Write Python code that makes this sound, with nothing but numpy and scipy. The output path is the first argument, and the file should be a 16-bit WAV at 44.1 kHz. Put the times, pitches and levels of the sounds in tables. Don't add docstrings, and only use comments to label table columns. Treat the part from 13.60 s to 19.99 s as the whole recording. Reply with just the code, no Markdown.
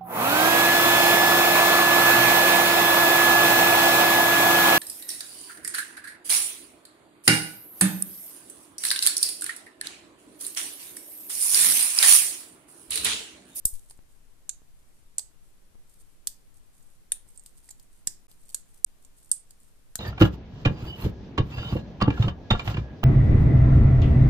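import sys
import numpy as np
from scipy import signal
from scipy.fft import rfft, irfft, next_fast_len
from scipy.io import wavfile
from scipy.ndimage import uniform_filter1d, minimum_filter1d, map_coordinates

SR = 44100
rng = np.random.default_rng(int(sys.argv[2]) if len(sys.argv) > 2 else 0)


def field_ratio(decibels):
    return 10 ** (np.asarray(decibels, dtype=float) / 20)


def to_wav(sig):
    pcm = np.clip(np.atleast_2d(sig), -1, 1) * 32767
    pcm = np.round(pcm).astype(np.int16)
    wavfile.write(sys.argv[1], SR, pcm.T)


N = 281799
SPAN = 16384
HZ = np.fft.rfftfreq(SPAN, 1 / SR)

# time in seconds, peak in dB, left minus right in dB, ring in Hz,
# edge (crispness) in dB.
STUD_SNAPS = [
    (0.0516, -1, -1.5, 9760, -10),
    (0.8918, -18.5, -8.5, 7450, -51),
    (1.5812, -12.5, -7, 7920, -56),
    (2.6702, -13.5, -2.5, 7800, -11),
    (3.5183, -10, 0, 9160, -26.5),
    (4.4706, -12.5, -3.5, 7740, -21),
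    (4.9441, -16, -2.5, 8770, -34),
    (5.2438, -1, -5.5, 8300, -31),
    (5.7138, -4.5, -5.5, 8600, -36.5),
    (6.354, -18, 0, 7060, -14.5),
]
# time in seconds, peak in dB, left minus right in dB, ring in Hz,
# edge (crispness) in dB.
BRICK_TICKS = [(0.137, -34.5, 1, 9700, -39), (0.297, -38.5, -2, 9300, -28), (0.3072, -37.5, -1, 9780, -23),
               (1.5927, -26, 3, 8440, -22), (3.7741, -34, -7, 8400, -45), (3.7939, -37.5, -9.5, 8300, -37),
               (3.86, -36, 6.5, 8500, -16.5), (4.0896, -36, -3, 8150, -34), (4.1044, -38, -10, 7500, -22),
               (4.108, -32.5, -2, 7250, -25.5), (4.1957, -44.5, -1, 7670, -12),
               (4.713, -46.5, -1, 8600, -8.5), (4.89, -43, -1, 8420, -16), (4.8988, -40, -2.0, 8340, -14),
               (5.4475, -41.5, -6.5, 7640, -29), (5.906, -39, -3, 8700, -20)]
# time in seconds, peak in dB, left minus right in dB.
FAINT_TICKS = [(0.3732, -52.5, -1), (2.397, -52, -4), (3.2256, -51, -5.5), (3.6864, -49.5, -13),
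               (3.8347, -46, -1.5), (4.2252, -51.5, 4), (4.8524, -53, -5), (5.578, -49.5, 0.5),
               (5.6451, -47, 4.5), (5.6912, -48.5, 5), (6.0000, -49.5, -1.5)]
# time in seconds, brick wall in dB, wall in Hz,
# knock of the whole build in dB, knock in Hz.
BRICK_ANSWERS = [(0.0533, -30, 5340, -50.5, 650), (0.3073, -51.5, 4430, -54.5, 789),
                 (0.8934, -37.5, 3935, -54.5, 1550), (1.5816, -35.5, 4300, -54, 2055),
                 (1.5915, -33, 4890, -54, 770), (2.6709, -28.5, 4650, -49, 1700),
                 (3.5184, -30.5, 3680, -42, 1747), (4.0876, -51, 5210, -56.5, 1880),
                 (4.4718, -25, 4990, -42.5, 1780), (4.9436, -33.5, 4610, -48, 1620),
                 (5.244, -25.5, 4810, -44, 746), (5.7139, -31, 4990, -54, 1620),
                 (6.354, -33.5, 4374, -40, 1524)]
# time in seconds, level in dB.
FINGER_THUMPS = [(0.0529, -52), (0.3073, -56), (0.8934, -64), (2.6709, -49.5), (4.4718, -42.5),
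                 (4.7117, -60), (4.9436, -55.5), (5.244, -47), (5.7139, -66), (6.354, -46)]
# start in seconds, held in seconds, level in dB,
# left minus right in dB.
FINGER_RUBS = [(0.15, 0.0062, -50, -0.5), (0.2, 0.068, -65.5, 0), (0.305, 0.0058, -57.5, -4),
               (0.5, 0.027, -71, -6.5), (1.19, .012, -72.5, -3), (1.275, .012, -72, -6),
               (1.35, .05, -69, -3.5), (1.85, .03, -70, 0), (2.3, 0.04, -61.5, -.7), (2.4, .015, -59, -1.5),
               (2.5, 0.023, -67.5, 2.5), (2.959, 0.016, -64, -2.5), (3.145, 0.083, -65.5, -3),
               (3.265, 0.087, -70.5, -3), (3.685, 0.021, -63, -2), (3.76, .008, -61, -7),
               (3.87, 0.015, -60.5, -6), (3.97, 0.016, -59, -3), (4.05, 0.069, -59.5, -3),
               (4.196, 0.041, -68, -7.5), (4.335, 0.058, -65.5, -3), (4.7, .04, -66, -1),
               (4.79, .07, -65.5, -3), (4.89, 0.056, -59, -3), (5.09, 0.0076, -64, -3),
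               (5.145, 0.036, -61.5, 2), (5.43, .025, -67, -1), (5.58, 0.16, -63, -0.5),
               (5.908, 0.0091, -65, -9), (6.02, 0.064, -65.5, -2)]
# centre in Hz, width in Hz, level in dB.
PORT_RINGS = [
    [(7750, 1100, -10), (10270, 1400, 6.5), (14120, 1200, -8)],
    [(6973, 820, -2), (8400, 840, 9.5), (13510, 830, -26.5)],
]
# frequency in Hz, time to fall by 60 dB in seconds.
ROOM_DECAY = [(500, 0.67), (2000, .25), (5000, 0.27), (9000, 0.19), (14000, 0.21)]
# frequency in Hz, level in dB per Hz.
AIR_COLOUR = [(2, -23.5), (5, 6), (16, 2.5), (38, -16), (100, -20), (300, -28), (700, -34.5), (1700, -38.5),
              (4000, -42), (9000, -44.5), (14000, -45)]
# time in seconds, left height, right height (full scale is 1), rise in
# seconds, fall in seconds.
LEVEL_JUMPS = [
    (0.0542, -0.07, -0.014, 0.00017, 0.014),
    (0.13, 0.13, 0.0097, 0.013, 0.025),
    (0.391, 0.011, 0.002, 0.000056, 0.014),
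    (1.0191, 0.0053, 0.0054, 0.00015, 0.0012),
    (1.4298, -0.0025, -0.001, 0.0001, 0.042),
    (2.148, -0.00038, -0.0043, .0001, 0.037),
    (2.1549, 0.0087, -0.0017, 0.00011, 0.042),
    (3.6665, .0038, 0.0018, 0.000079, 0.026),
]
# time in seconds, silence in seconds, fade-in in seconds.
SILENCES = [
    (4.6695, .0105, .004),
    (5.2495, .0105, .008),
]
# frequency in Hz, level in dB.
TOP_END = [(14200, 0), (14450, -24), (15200, -36), (16400, -40), (16700, -100)]


def unit(x):
    return x / np.sqrt(np.mean(x ** 2, axis=-1, keepdims=True) + 1e-20)


def along(points, hz):
    f, v = np.transpose(points)
    return np.interp(np.log(hz + 1), np.log(f + 1), v)


def two_sides(pan_db):
    return np.array([[pan_db], [-pan_db]]) / 2


def resonances(modes, f):
    return sum(field_ratio(db) * 1j * f * w / (c * c - f * f + 1j * f * w) for c, w, db in modes)


def filtered(x, response):
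    m = next_fast_len(N + SR // 2)
    return irfft(rfft(x, m) * response(np.fft.rfftfreq(m, 1 / SR)), m)[..., :N]


def studs(events, length_s, width_hz, lift_db):
    out = np.zeros((2, N))
    bend = HZ / 5500
    thin = bend ** 2 / (1 - bend ** 2 + 1.2j * bend)
    for s, db, pan_db, ring_hz, edge_db in events:
        width = np.clip(width_hz * field_ratio(0.3 * (edge_db + 25)), 300, 6000)
        ring = resonances([(ring_hz, width, 0)], HZ) * resonances([(ring_hz, 6000, 0)], HZ)
        ring = ring + resonances([(10300, 3400, 0.5 * edge_db), (13370, 2200, edge_db + 12)], HZ)
        slips = chatter(length_s, spiky_db=7.5, burst_db=4.0, blow=12)
        out = place(out, s, slips * ring * thin * ports(HZ), db + lift_db + two_sides(pan_db))
    return out


def bodies():
    out = np.zeros((2, N))
    answers = list(BRICK_ANSWERS)
    for s, db, _, _, edge_db in BRICK_TICKS:
        db = db - 4 + 0.52 * edge_db
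        answers.append((s, db, 4620, db - 16, 744))
    for s, wall_db, wall_hz, knock_db, knock_hz in answers:
        wall = resonances([(0.72 * wall_hz, 700, -8), (wall_hz, 1100, 1), (1.5 * wall_hz, 900, -10)], HZ)
        wall = wall * resonances([(wall_hz, 3500, 0)], HZ)
        slips = chatter(0.013, spiky_db=2.0, burst_db=0.5, blow=5.4)
        out = place(out, s, slips * wall, wall_db + 17)
        knock = resonances([(0.48 * knock_hz, 300, -5), (knock_hz, 300, 0), (2.1 * knock_hz, 400, -7)], HZ)
        knock = knock * resonances([(knock_hz, 2500, 0)], HZ)
        out = place(out, s, push(0.00094, 0.00044) * knock, knock_db + 20)
    for s, db in FINGER_THUMPS:
        thump = resonances([(129.9, 230, 0)], HZ) ** 2
        out = place(out, s, push(0.00094, 0.00044) * thump, db + 20)
    return out


def push(delay_s, spread_s):
    return np.exp(-2j * np.pi * HZ * (delay_s + spread_s * rng.random((2, 1))))


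def chatter(length_s, spiky_db, burst_db, blow):
    creep_s = 0.0017
    t = np.arange(SPAN) / SR
    bursts = map_coordinates(rng.standard_normal(SPAN // 20), [np.arange(SPAN) / 32])
    spikes = spiky_db * np.minimum(rng.exponential(size=SPAN), 3.5)
    shape = np.where(t < creep_s, 0.73 * (t / creep_s) ** 4, 1)
    shape = shape * field_ratio(-60 * t / np.clip(length_s, 0.003, 0.06))
    slips = rfft(shape * field_ratio(burst_db * bursts + spikes) * rng.standard_normal((2, SPAN)))
    return slips + blow * push(creep_s, 0.0003017)


def place(out, s, spectrum, db):
    size = np.sqrt(np.sum(irfft(spectrum) ** 2, axis=1, keepdims=True))
    sound = irfft(spectrum * (1 + room())) / size * field_ratio(db)
    for cut, _, _ in SILENCES:
        if cut > s:
            sound[:, round((cut - s) * SR):] = 0
    return out + np.pad(sound, ((0, 0), (round(s * SR), N)))[:, :N]


def fingers():
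    t = np.arange(N) / SR
    level = np.zeros((2, N))
    for s, held, db, pan_db in FINGER_RUBS:
        swell_db = 452 * np.maximum(s - t, 0)
        fade_db = 305.5 * np.maximum(t - s - held, 0)
        level = np.hypot(level, field_ratio(db - swell_db - fade_db) * field_ratio(two_sides(pan_db)))
    clumps = map_coordinates(rng.standard_normal(N // 100 + 4), [np.arange(N) / 150])
    grains = rng.standard_normal((2, N)) * field_ratio(3.8 * clumps)
    skin = [(4576, 2000, -3.5), (8800, 5400, 5.5), (12940, 1300, -6.5)]
    return level * unit(filtered(grains, lambda f: ports(f) * resonances(skin, f)))


def ports(f):
    return np.array([1 + resonances(port, f) for port in PORT_RINGS])


def room():
    hz, t, z = signal.stft(rng.standard_normal((2, SPAN)), SR, nperseg=128)
    fading = z * field_ratio(-60 * t / along(ROOM_DECAY, hz)[:, None])
    walls = signal.istft(fading, SR, nperseg=128)[1][:, :SPAN]
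    t = np.arange(SPAN) / SR
    near = rng.standard_normal((2, SPAN)) * field_ratio(-60 * t / 0.026) * (t > 0.001)
    return rfft(field_ratio(-20.5) * near + field_ratio(-39.0) * walls * (t > 0.004))


def hush():
    noise = rng.standard_normal((2, N))
    air = filtered(noise, lambda f: field_ratio(along(AIR_COLOUR, f)) * np.abs(ports(f)) ** 0.67)
    return field_ratio([[-52], [-54]]) * unit(air)


def jumps():
    out = np.zeros((2, N + SR))
    t = np.arange(SR // 4) / SR
    for s, left, right, rise, fall in LEVEL_JUMPS:
        step = (1 - np.exp(-t / rise)) * np.exp(-t / fall)
        start = round(s * SR)
        out[:, start:start + len(t)] += np.outer([left, right], step)
    return out[:, :N]


def scene():
    faint_ticks = [(*row, 8500, -18) for row in FAINT_TICKS]
    snaps = studs(STUD_SNAPS, length_s=0.0097, width_hz=2520, lift_db=14)
    ticks = studs(BRICK_TICKS + faint_ticks, length_s=0.012, width_hz=1300, lift_db=13)
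    return snaps + ticks + bodies() + fingers() + hush()


def roll_off(x):
    return signal.sosfilt(signal.butter(12, 16540, fs=SR, output="sos"), x)


def record(dry):
    ceiling = 0.78
    peak = -minimum_filter1d(-np.abs(dry), size=45)
    crest = uniform_filter1d(peak, size=45)
    limited = dry / (1 + (crest / ceiling) ** 6) ** (1 / 6)
    x = filtered(limited, lambda f: field_ratio(along(TOP_END, f))) + jumps()
    t = np.arange(N) / SR
    for cut, silent, fade in SILENCES:
        fade_out = np.clip((cut - t) / 0.00048, 0, 1)
        fade_in = np.clip((t - cut - silent) / fade, 0, 1)
        x = x * np.where(t < cut, fade_out, fade_in)
    return roll_off(x)


dry = scene()
out = record(dry)
to_wav(out)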